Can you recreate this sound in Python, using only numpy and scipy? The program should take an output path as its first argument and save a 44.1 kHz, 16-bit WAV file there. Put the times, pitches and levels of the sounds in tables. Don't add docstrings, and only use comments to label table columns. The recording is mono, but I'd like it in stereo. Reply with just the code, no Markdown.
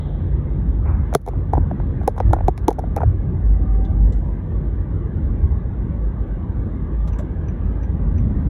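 import sys
import numpy as np
from scipy import signal
from scipy.fft import rfft, irfft, next_fast_len
from scipy.io import wavfile
from scipy.ndimage import uniform_filter1d, minimum_filter1d, map_coordinates

SR = 44100
rng = np.random.default_rng(int(sys.argv[2]) if len(sys.argv) > 2 else 0)


def master(y):
    cut = np.clip(np.atleast_2d(y).T, -1, 1)
    pcm = np.round(cut * 32767)
    wavfile.write(sys.argv[1], SR, pcm.astype(np.int16))


N = 374409
TIME = np.arange(N) / SR
BRIEF = np.arange(SR // 5) / SR

# [f/Hz, peak level/dB]
PULSING = [(5950, -80), (13950, -80.5)]
PULSE_START_S, PULSE_GAP_S, PULSE_WIDTH_S = .017, .0803, .008
# [f/Hz, level/dB]
HISS_SPECTRUM = [(3000, -21), (5000, -8), (5750, -1.5), (6200, -1.5), (7500, -7.5), (9300, -14.5),
                 (10400, -5), (11050, 4.5), (11800, -16), (13300, -13.5), (14300, -12), (16000, -18.5)]
HISS_DB = -82
# [f/Hz, level/dB]
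AIR_SPECTRUM = [(500, -29), (780, -1.5), (900, 5), (1050, 0), (1200, 2), (1380, -6.5), (1550, -1.5),
                (1750, -6), (1950, -6.5), (2150, -13.5), (2300, -17), (2650, -20.5), (3000, -20.5),
                (3800, -25), (4250, -32), (4700, -57.5), (7000, -46), (16000, -82.5)]
# [t/s, level/dB]
AIR_LEVEL = [(0, -48.5), (2.5, -45.5), (3.4, -49), (6, -48), (7.4, -46.5), (8.49, -47)]
# [f/Hz, level/dB]
ROAR_SPECTRUM = [(65, -35), (110, 0), (194, -4.5), (262, -8.5), (300, -12), (340, -11.5), (499, -18.5),
                 (539, -20), (720, -27), (850, -26.5), (1100, -45.5), (1430, -64), (2420, -120)]
ROAR_DB, ROAR_FOLLOWS = -28, 0.14
# [f/Hz, level/dB]
BOOM_SPECTRUM = [(20, -86), (40, -19.5), (55, 7), (64, 3.5), (80, 2.5), (95, 2.5), (108, -13.5),
                 (125, -9.5), (170, -26), (300, -93.5), (500, -120)]
# [f/Hz, level/dB]
DRUM_SPECTRUM = [(8, -82.5), (15, -32.5), (24, -21), (30, -21.5), (38, -5.5), (45, 6), (51, 7.5), (55, 1.5),
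                 (61, -7), (80, -51), (140, -120)]
DRUM_DB, BOOM_DB = -5, -3
# [t/s, level/dB]
SHAKE = [(0, -19.5), (.6, -21.5), (1.2, -19), (2.3, -17.5), (2.75, -19.5), (3.6, -20.5), (4.1, -18),
         (4.45, -21.5), (5.3, -18.5), (6.1, -21), (6.75, -23), (7.1, -20.5), (7.8, -21), (8.1, -16.5),
         (8.49, -17.5)]
# [f/Hz, correlation]
LIKENESS = [(30, 0.94), (100, 0.9), (300, 0.8), (700, 0.1), (1500, 0.14), (4000, 0.086), (10000, 0.41)]
# [t/s, level/dB, centre f/Hz, rise/s, fall/s]
BUMPS = [(.35, -21, 82, 0.12, .12), (.729, -16.5, 59.4, 0.078, 0.18), (.97, -24, 85, 0.041, .06),
         (1.56, -18.5, 80.5, .034, 0.094), (2.289, -17.5, 100, 0.045, 0.09), (2.43, -14.5, 48.6, .1, 0.081),
         (3.06, -13, 90, 0.078, 0.1), (3.291, -21.5, 139.4, 0.048, 0.066), (3.569, -18, 51.3, .12, 0.18),
         (6.448, -36, 219, 0.12, 0.24), (8.2, -20, 99.3, 0.046, 0.19), (8.219, -25, 209, 0.057, .24)]
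# [t/s, firing f/Hz, firing tone level/dB, its octave level/dB]
ENGINE = [(0, 72.9, -36, -29.5), (1.1, 73.56, -30.5, -32), (1.7, 72.05, -36.5, -33.5),
          (2.1, 67.15, -24.5, -42), (2.45, 59, -15, -35.5), (2.8, 53.4, -38, -46), (3.5, 50.77, -16, -41),
          (4.2, 51.14, -22, -54.5), (5.5, 52.92, -31, -44), (6.5, 54.08, -33, -48),
          (8.49, 50.5, -32, -37.5)]
# [t/s, f/Hz, level/dB]
DRONE = [(0, 83, -60), (5.2, 82.4, -38), (6, 85.37, -35.5), (7.5, 82, -26), (8.49, 83.8, -32.5)]
# [t/s, f/Hz, level/dB]
WHINE = [(3.35, 750, -70), (3.55, 756, -48), (3.78, 767.3, -42.5), (3.92, 781, -46), (4.04, 802, -46),
         (4.15, 810, -74)]
# [t/s, level/dB, centre f/Hz, width/octaves, rise/s, fall/s]
BRUSHES = [(0.019, -57, 3410, 0.17, 0.094, 0.22), (0.88, -50.5, 2220, 0.18, 0.026, 0.061),
           (0.881, -36, 906, 0.52, 0.031, 0.11), (3.861, -70.5, 3480, .2, 0.023, 0.032),
           (4.152, -71, 6210, 0.6, 0.029, 0.082), (4.332, -77, 9060, 0.77, 0.13, 0.064)]
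# [t/s, snap level/dB, dull above f/Hz, body, clunk and spring levels/dB re snap]
SWITCHES = [(3.851, -55, 4350, -9.5, -19.5, 4.5), (4.127, -50, 7430, -13, -21, -7),
            (7.08, -49, 10760, 2, -13, -9), (7.191, -48, 11670, 7, 14.5, -5)]
# [f/Hz, level/dB]
SNAP_SPECTRUM = [(1200, -21.5), (2300, -6), (3000, 4), (3500, 7.5), (5500, 3.5), (7500, 3.5), (10000, 0),
                 (15500, -9.5)]
# [f/Hz, level/dB]
SWITCH_BODY = [(250, -13), (600, -10), (800, -5.5), (1100, 2), (1700, -2.5), (2600, -13), (3500, -28.5)]
# [f/Hz, level/dB, t60/s]
COLUMN_MODES = [(598.7, 4, 0.079), (647, -2, 0.069), (483, -1, 0.043), (1030, -12, 0.047)]
# [f/Hz, mean level/dB, t60/s]
SPRING_MODES = [(3090, -9, .06), (3500, -1.5, 0.09), (4160, -23.5, 0.077)]
# [t/s, level/dB]
TICKS = [(7.133, -51.5), (7.486, -50.5), (7.834, -52), (8.183, -51)]
# [f/Hz, mean level/dB, t60/s]
RELAY_MODES = [(1870, -2, 0.016), (2370, -3, 0.047), (2505, -7, .025), (2780, -5, .03), (4760, -5, .022),
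               (5960, -1.5, .022)]
# [f/Hz, level/dB]
RELAY_CASE = [(1500, -18.5), (2500, -1.5), (2800, -5.5), (3200, -16.5), (4300, -18), (4800, -15),
              (5400, -27), (5950, 1.5), (6300, -27), (8000, -40.5)]
# [t/s, level/dB, ring f/Hz, thud f/Hz, thud level/dB re blow,
# clack level/dB re blow, click level/dB, thump level/dB re blow, click tilt/(dB per octave)]
KNOCKS = [(1.127, -17.5, 688, 446.6, -8, -15, -35.5, -16, -5.5),
          (1.139, -18, 672.4, 438.5, -9.5, -10.5, -10.5, -14, -1.5),
          (1.1503, 6.5, 665, 403, -4, -13, 9.5, -6.5, 0.5),
          (1.2162, -38, 750, 402, -10, -14.5, -23, -21, 1.5),
          (1.264, -19.5, 770, 441.4, -12, -12.5, -17, -19, 1),
          (1.276, -10.5, 772, 441.7, -8, -15, -21.5, -17.5, -1),
          (1.286, -14.5, 715, 436.5, -6.5, -20, -16, -14.5, -1),
          (1.334, -27, 794, 417.3, -18.5, -12.5, -44, -15.5, 0),
          (1.5342, -5, 817, 318.6, -16.5, -15.5, -21.5, -21, -1.5),
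          (1.552, -18, 816, 454, -11.5, -11.5, -36.5, -16, -3.5),
          (1.571, -17, 850, 414, -13, -20.5, -42, -15, -10.5),
          (1.578, -12, 782, 288, 1.5, -24.5, -35.5, 1, -3.5),
          (1.7121, -15, 687, 473, -5, -18.5, -42, -12.5, -3),
          (1.7998, -25.5, 780, 354, -5, -1.5, -34.5, -15, -12),
          (2.013, -25.5, 740, 395, -5.5, -12.5, -50, -15, -4.5),
          (2.0338, -26.5, 744, 391, -7, -12.5, -31.5, -8.5, -4),
          (2.0773, 1, 809, 455.5, -7.5, -18.5, -3.5, -21, 0),
          (2.164, -23, 830, 433, -12.5, -15, -33, -12, 5.5),
          (2.179, -16.5, 900, 443.3, -11, -9.5, -24, -18, -3.5),
          (2.184, -24, 867, 438, -12, -11.5, -21, -15.5, -2.5),
          (2.202, -6.5, 779, 515.7, -7.5, -10, -13.5, -16.5, -8.5),
          (2.308, -22.5, 768, 438.6, -16, -21, -34.5, -17.5, -5),
          (2.333, 0, 782, 377, -21, -11.5, -10, -22, 2),
          (2.3646, -18.5, 677, 434, -9.5, -13.5, -40, -15.5, -3.5),
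          (2.386, -18, 717, 436, -8.5, -13, -41.5, -17, 0), (2.407, -16, 731, 440, -9, -11, -46, -18, -3.5),
          (2.4824, 2, 767, 358.3, -9, -22.5, -10.5, -7.5, -2),
          (2.578, -21, 769, 420, -17, -13.5, -10.5, -17, -4.5),
          (2.6821, 0, 835.5, 319.8, -4.5, -22, -0.5, -12, -1),
          (2.6864, -2.5, 830, 442, -2, -19.5, -22.5, -13, -0.5),
          (2.706, -19, 804, 425, -10.5, -13.5, -13.5, -17.5, -0.5),
          (2.712, -11.5, 758, 426, -8.5, -14.5, -30.5, -19, -3.5),
          (2.729, -34, 759, 437, -7, -9, -18.5, -17.5, -3.5),
          (2.785, -10.5, 700, 454, -11.5, -15.5, -30.5, -18, -3),
          (2.792, -11.5, 776, 449, -10.5, -20, -17, -15.5, 0.5),
          (2.8388, -18.5, 680, 455, -20, -17.5, -47.5, -18, -4.5),
          (2.9641, -16, 716, 425, -4, -12, -11.5, -19.5, 1.5),
          (2.9678, -10.5, 760, 417, -7, -22, -29.5, -20, 0),
          (2.9768, -18.5, 800, 439, -4, -1, -44, -16.5, -3),
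          (2.9841, -19.5, 772, 447, -10.5, -5.5, -34, -14.5, -1),
          (3.005, -15, 890, 442, -10, -12.5, -32, -13, -2.5),
          (3.017, -16, 877, 443, -8.5, -6.5, -39.5, -15.5, -4.5),
          (3.0324, -11.5, 705, 400, -6.5, -7.5, -29.5, -8, -4)]
# [multiple of the ring f, mean level/dB, t60/s at looseness 1]
CLAMP_MODES = [(.86, -19, .028), (1, -1.5, .025), (1.12, -17, 0.031), (1.75, -37.5, 0.018)]
# [multiple of the thud f, mean level/dB, t60/s at arm looseness 1
ARM_MODES = [(.76, -6.5, .016), (1, 1, .018), (1.3, -15, 0.035)]
# [f/Hz, level/dB]
SHELL_SPECTRUM = [(400, -17), (900, 2.5), (1200, 1.5), (1400, 5.5), (1750, -7.5), (2000, -16), (2400, -16),
                  (2800, -33.5), (5000, -54)]
# [f/Hz, level/dB]
CLICK_SPECTRUM = [(700, -19), (1500, 0.5), (2200, 7.5), (2700, -9), (3500, 5), (4500, 8.5), (5400, 4),
                  (6200, 2), (6950, 0), (7500, -7.5), (8200, -2), (10000, 4.5), (12300, -1.5), (12900, -2),
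                  (13600, -5.5), (15500, -5.5), (16300, -18.5)]
TILT_HZ = 5000
REPEAT_S, REPEAT_DB = .0004, -7
THUMP_HZ, THUMP_T60 = 136.6, 0.089
GLASS_S, GLASS_DB = 0.0034, -13
# [f/Hz, phase by which left leads/rad]
PORT_LEAD = [(150, -.2), (400, -.8), (1300, -1), (1900, 0), (3000, 1.4), (3800, 1.7), (4600, 3.1),
             (6950, 6.3), (8850, 9.4), (11000, 12.6), (13150, 15.7), (15500, 19), (16400, 18.6)]
FADE_S, TOP_HZ = .02, 16400


def amp(db):
    return 10 ** (np.asarray(db) / 20)


def unit(x):
    return x / np.sqrt(np.mean(x ** 2) + 1e-20)


def along(points, hz):
    f, v = np.transpose(points)
    return np.interp(np.log(hz + 1), np.log(f + 1), v)


def curves(rows):
    s, *cols = np.transpose(rows)
    return [np.interp(TIME, s, c) for c in cols]


def wobble(rate):
    knots = rng.standard_normal(int(N * rate / SR) + 4)
    return map_coordinates(knots, [TIME * rate])


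def phase(hz):
    return 2 * np.pi * np.cumsum(hz) / SR


def filtered(x, response):
    n = x.shape[-1]
    m = next_fast_len(n + 8192)
    return irfft(rfft(x, m) * response(np.fft.rfftfreq(m, 1 / SR)), m)[..., :n]


def band(centre_hz, octaves):
    return lambda hz: np.exp(-.5 * (np.log2((hz + 1) / centre_hz) / octaves) ** 2)


def shape(spectrum):
    return lambda hz: amp(along(spectrum, hz))


def uneven(spectrum, depth_db):
    knots = np.clip(depth_db * rng.standard_normal(64), -5, 5)
    knot_hz = np.linspace(0, SR / 2, len(knots))
    return lambda hz: shape(spectrum)(hz) * amp(np.interp(hz, knot_hz, knots))


def puff(response):
    return unit(filtered(rng.standard_normal(len(BRIEF)), response))


def both_ports(response, apart_db):
    own = np.array([puff(response), puff(response)])
    return unit(puff(response) + amp(apart_db) * own)


def rush(response):
    def mid_side(hz):
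        turn = np.arccos(np.clip(along(LIKENESS, hz), -1, 1)) / 2
        return response(hz) * np.array([np.cos(turn), np.sin(turn)])
    mid, side = filtered(rng.standard_normal((2, N)), mid_side)
    return unit(np.array([mid + side, mid - side]))


def steadied(x, seconds):
    power = uniform_filter1d(np.mean(x ** 2, axis=0), int(seconds * SR))
    return x / np.sqrt(np.abs(power) + 1e-9)


def cabin(x, ripple_db, patchy_db):
    z = signal.stft(x, nperseg=2048)[2]
    ripple = unit(uniform_filter1d(rng.standard_normal((z.shape[1], 1)), size=2, axis=0))
    across_hz = uniform_filter1d(rng.standard_normal(z.shape[1:]), size=7, axis=0)
    patches = unit(uniform_filter1d(across_hz, size=4, axis=1))
    coloured = z * amp(ripple_db * ripple + patchy_db * patches)
    return unit(signal.istft(coloured, nperseg=2048)[1][:, :N])


def swell(s, rise, fall):
    return np.exp(-np.where(TIME < s, ((TIME - s) / rise) ** 2, (TIME - s) / fall))


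def fade(attack, t60):
    env = (1 - np.exp(-(BRIEF / attack) ** 2)) * np.exp(-np.log(1000) * BRIEF / t60)
    return env / env.max()


def ring(hz, attack, t60):
    return np.sin(2 * np.pi * hz * BRIEF) * fade(attack, t60)


def modes(table, hz, attack, looseness, scatter_db):
    total = 0
    for ratio, level, t60 in table:
        chance = rng.normal() + 0.29 * rng.standard_normal((2, 1))
        mode_hz = hz * ratio * (1 + rng.normal(0, 0.0061, (2, 1)))
        total = total + amp(level + scatter_db * chance) * ring(mode_hz, attack, t60 * looseness)
    return total


def impulse(response):
    size = 2048
    cepstrum = irfft(np.log(np.maximum(response(np.fft.rfftfreq(size, 1 / SR)), 1e-5)))
    cepstrum[1:size // 2] *= 2
    cepstrum[size // 2 + 1:] = 0
    answer = irfft(np.exp(rfft(cepstrum)))
    return np.pad(answer / np.linalg.norm(answer), (0, len(BRIEF) - size))


def add(track, s, sound):
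    room = track[..., max(round(s * SR), 0):][..., :sound.shape[-1]]
    room += sound[..., :room.shape[-1]]


def pulsing():
    offset = (TIME - PULSE_START_S + PULSE_GAP_S / 2) % PULSE_GAP_S - PULSE_GAP_S / 2
    tones = sum(amp(db) * np.sin(2 * np.pi * hz * TIME + wobble(90)) for hz, db in PULSING)
    return np.exp(-(offset / PULSE_WIDTH_S) ** 2) * tones


def road():
    shake_db, = curves(SHAKE)
    air_db, = curves(AIR_LEVEL)
    drum = amp(shake_db + DRUM_DB) * steadied(rush(shape(DRUM_SPECTRUM)), seconds=0.49)
    boom_db = shake_db + BOOM_DB + 2.5 * wobble(9)
    boom = amp(boom_db) * steadied(rush(shape(BOOM_SPECTRUM)), seconds=0.12)
    roar_db = ROAR_DB + ROAR_FOLLOWS * (shake_db - shake_db.mean()) + 0.52 * wobble(6.2)
    roar = amp(roar_db) * cabin(rush(shape(ROAR_SPECTRUM)), ripple_db=0.5, patchy_db=1.8)
    air_noise = cabin(rush(shape(AIR_SPECTRUM)), ripple_db=1.45, patchy_db=2.8)
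    air = amp(air_db + 0.24 * wobble(2.5)) * air_noise
    hiss = amp(HISS_DB) * rush(shape(HISS_SPECTRUM))
    return drum + boom + roar + air + hiss


def bumps():
    out = np.zeros((2, N))
    for s, db, hz, rise, fall in BUMPS:
        noise = steadied(rush(band(hz, octaves=0.31)), seconds=0.29)
        out += amp(db) * swell(s, rise, fall) * noise
    return out


def engine():
    firing_hz, tone_db, octave_db = curves(ENGINE)
    turn = phase(firing_hz * (1 + .008 * wobble(7.6)))
    tone = amp(tone_db + 7.5 * wobble(11.0)) * np.sin(turn)
    octave = amp(octave_db + 2.8 * wobble(1.8)) * np.sin(2 * turn)
    drone_hz, drone_db = curves(DRONE)
    drone = amp(drone_db + 1.3 * wobble(7.5)) * np.sin(phase(drone_hz))
    whine_hz, whine_db = curves(WHINE)
    whine_turn = phase(whine_hz * (1 + .008 * wobble(60)))
    whine = amp(whine_db + 2 * wobble(38)) * np.sin(whine_turn)
    return tone + octave + drone + whine


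def switch(dull_hz, body_db, clunk_db, spring_db):
    colour = uneven(SNAP_SPECTRUM, depth_db=7.5)
    snap = both_ports(lambda hz: colour(hz) / np.sqrt(1 + (hz / dull_hz) ** 6), apart_db=-4.5)
    body = amp(body_db) * puff(shape(SWITCH_BODY))
    clunk = sum(amp(level) * ring(hz, attack=0.0097, t60=t60) for hz, level, t60 in COLUMN_MODES)
    spring = modes(SPRING_MODES, 1, attack=.004, looseness=1, scatter_db=-1.0)
    return (snap + body) * fade(0.0038, t60=0.08), amp(clunk_db) * clunk, amp(spring_db) * spring


def tick():
    relay = sum(amp(level + rng.normal(0, 1.7)) * ring(hz, attack=0.0038, t60=t60)
                for hz, level, t60 in RELAY_MODES)
    scatter = amp(-1) * both_ports(shape(RELAY_CASE), apart_db=2.5) * fade(0.003, t60=0.086)
    return relay + scatter


def indicator():
    out = np.zeros((2, N))
    for s, db, *settings in SWITCHES:
        snap, clunk, spring = switch(*settings)
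        add(out, s - .007, amp(db) * snap)
        add(out, s - .003, amp(db) * clunk)
        add(out, s - .004, amp(db) * spring)
    for s, db in TICKS:
        add(out, s - .004, amp(db) * tick())
    return out


def brushes():
    return sum(amp(db) * swell(s, rise, fall) * rush(band(hz, width))
               for s, db, hz, width, rise, fall in BRUSHES)


def click(tilt_db):
    def response(hz):
        return shape(CLICK_SPECTRUM)(hz) * amp(tilt_db * np.log2(np.maximum(hz / TILT_HZ, .5)))
    softness = amp(-35.5) * fade(0.0046, t60=.034) + amp(-48.5) * fade(.01, t60=.081)
    sound = both_ports(response, apart_db=-2.5) * softness
    burst = both_ports(response, apart_db=-11) * fade(.0003, t60=0.0023)
    add(sound, .004, amp(-19.5) * burst)
    snap = amp(-3) * impulse(response)
    for k, slack in enumerate(rng.uniform(0.7, 0.96, size=3)):
        add(sound, .004 + k * slack * REPEAT_S, amp(k * REPEAT_DB) * snap)
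    return sound


def knock(db, hz, thud_hz, thud_db, clack_db, thump_db):
    looseness = np.clip(0.58 + db / 80, .35, 1.2)
    clamp = modes(CLAMP_MODES, hz, attack=0.0035, looseness=looseness, scatter_db=0.86)
    arm = modes(ARM_MODES, thud_hz, attack=0.0061, looseness=1.7 * looseness, scatter_db=2.5)
    shell = uneven(SHELL_SPECTRUM, depth_db=8.0)
    burst = both_ports(shell, apart_db=-0.5) * fade(0.00055, t60=0.015)
    clack = amp(10) * impulse(shell) + amp(-5) * burst
    thump = ring(THUMP_HZ, attack=0.0024, t60=THUMP_T60)
    blow = amp(db) * (clamp + amp(thud_db) * arm + amp(clack_db) * clack + amp(thump_db) * thump)
    heard = blow.copy()
    add(heard, GLASS_S * rng.uniform(0.64, 1.3), amp(GLASS_DB) * blow)
    return heard


def holder():
    out = np.zeros((2, N))
    for s, db, hz, thud_hz, thud_db, clack_db, click_db, thump_db, tilt_db in KNOCKS:
        add(out, s, knock(db, hz, thud_hz, thud_db, clack_db, thump_db))
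        rattle = both_ports(band(430, octaves=0.82), apart_db=-3.0) * fade(0.0035, t60=0.05)
        add(out, s - .005, amp(db - 19.5) * rattle)
        add(out, s - .004, amp(click_db) * click(tilt_db))
    return out


def ports(x):
    sides = np.array([[1], [-1]])
    return filtered(x, lambda hz: np.exp(.5j * along(PORT_LEAD, hz) * sides))


def scene():
    near = ports(holder() + indicator())
    return near + road() + bumps() + engine() + brushes() + pulsing()


def limiter(x, ceiling_db, hold, release):
    over_db = np.maximum(20 * np.log10(np.abs(x).max(axis=0) + 1e-9) - ceiling_db, 1e-9)
    size = int(hold * SR) | 1
    held_db = -minimum_filter1d(-over_db, size, origin=size // 2)
    cut_db = np.exp(np.maximum.accumulate(np.log(held_db) + TIME / release) - TIME / release)
    gain_db = uniform_filter1d(minimum_filter1d(-cut_db, size=45), size=45)
    return x * amp(gain_db)


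def record(dry):
    ending = np.minimum((TIME[-1] - TIME) / FADE_S, 1)
    limited = limiter(dry, ceiling_db=-0.94, hold=0.096, release=0.038)
    return filtered(ending * limited, lambda hz: hz < TOP_HZ)


dry = scene()
out = record(dry)
master(out)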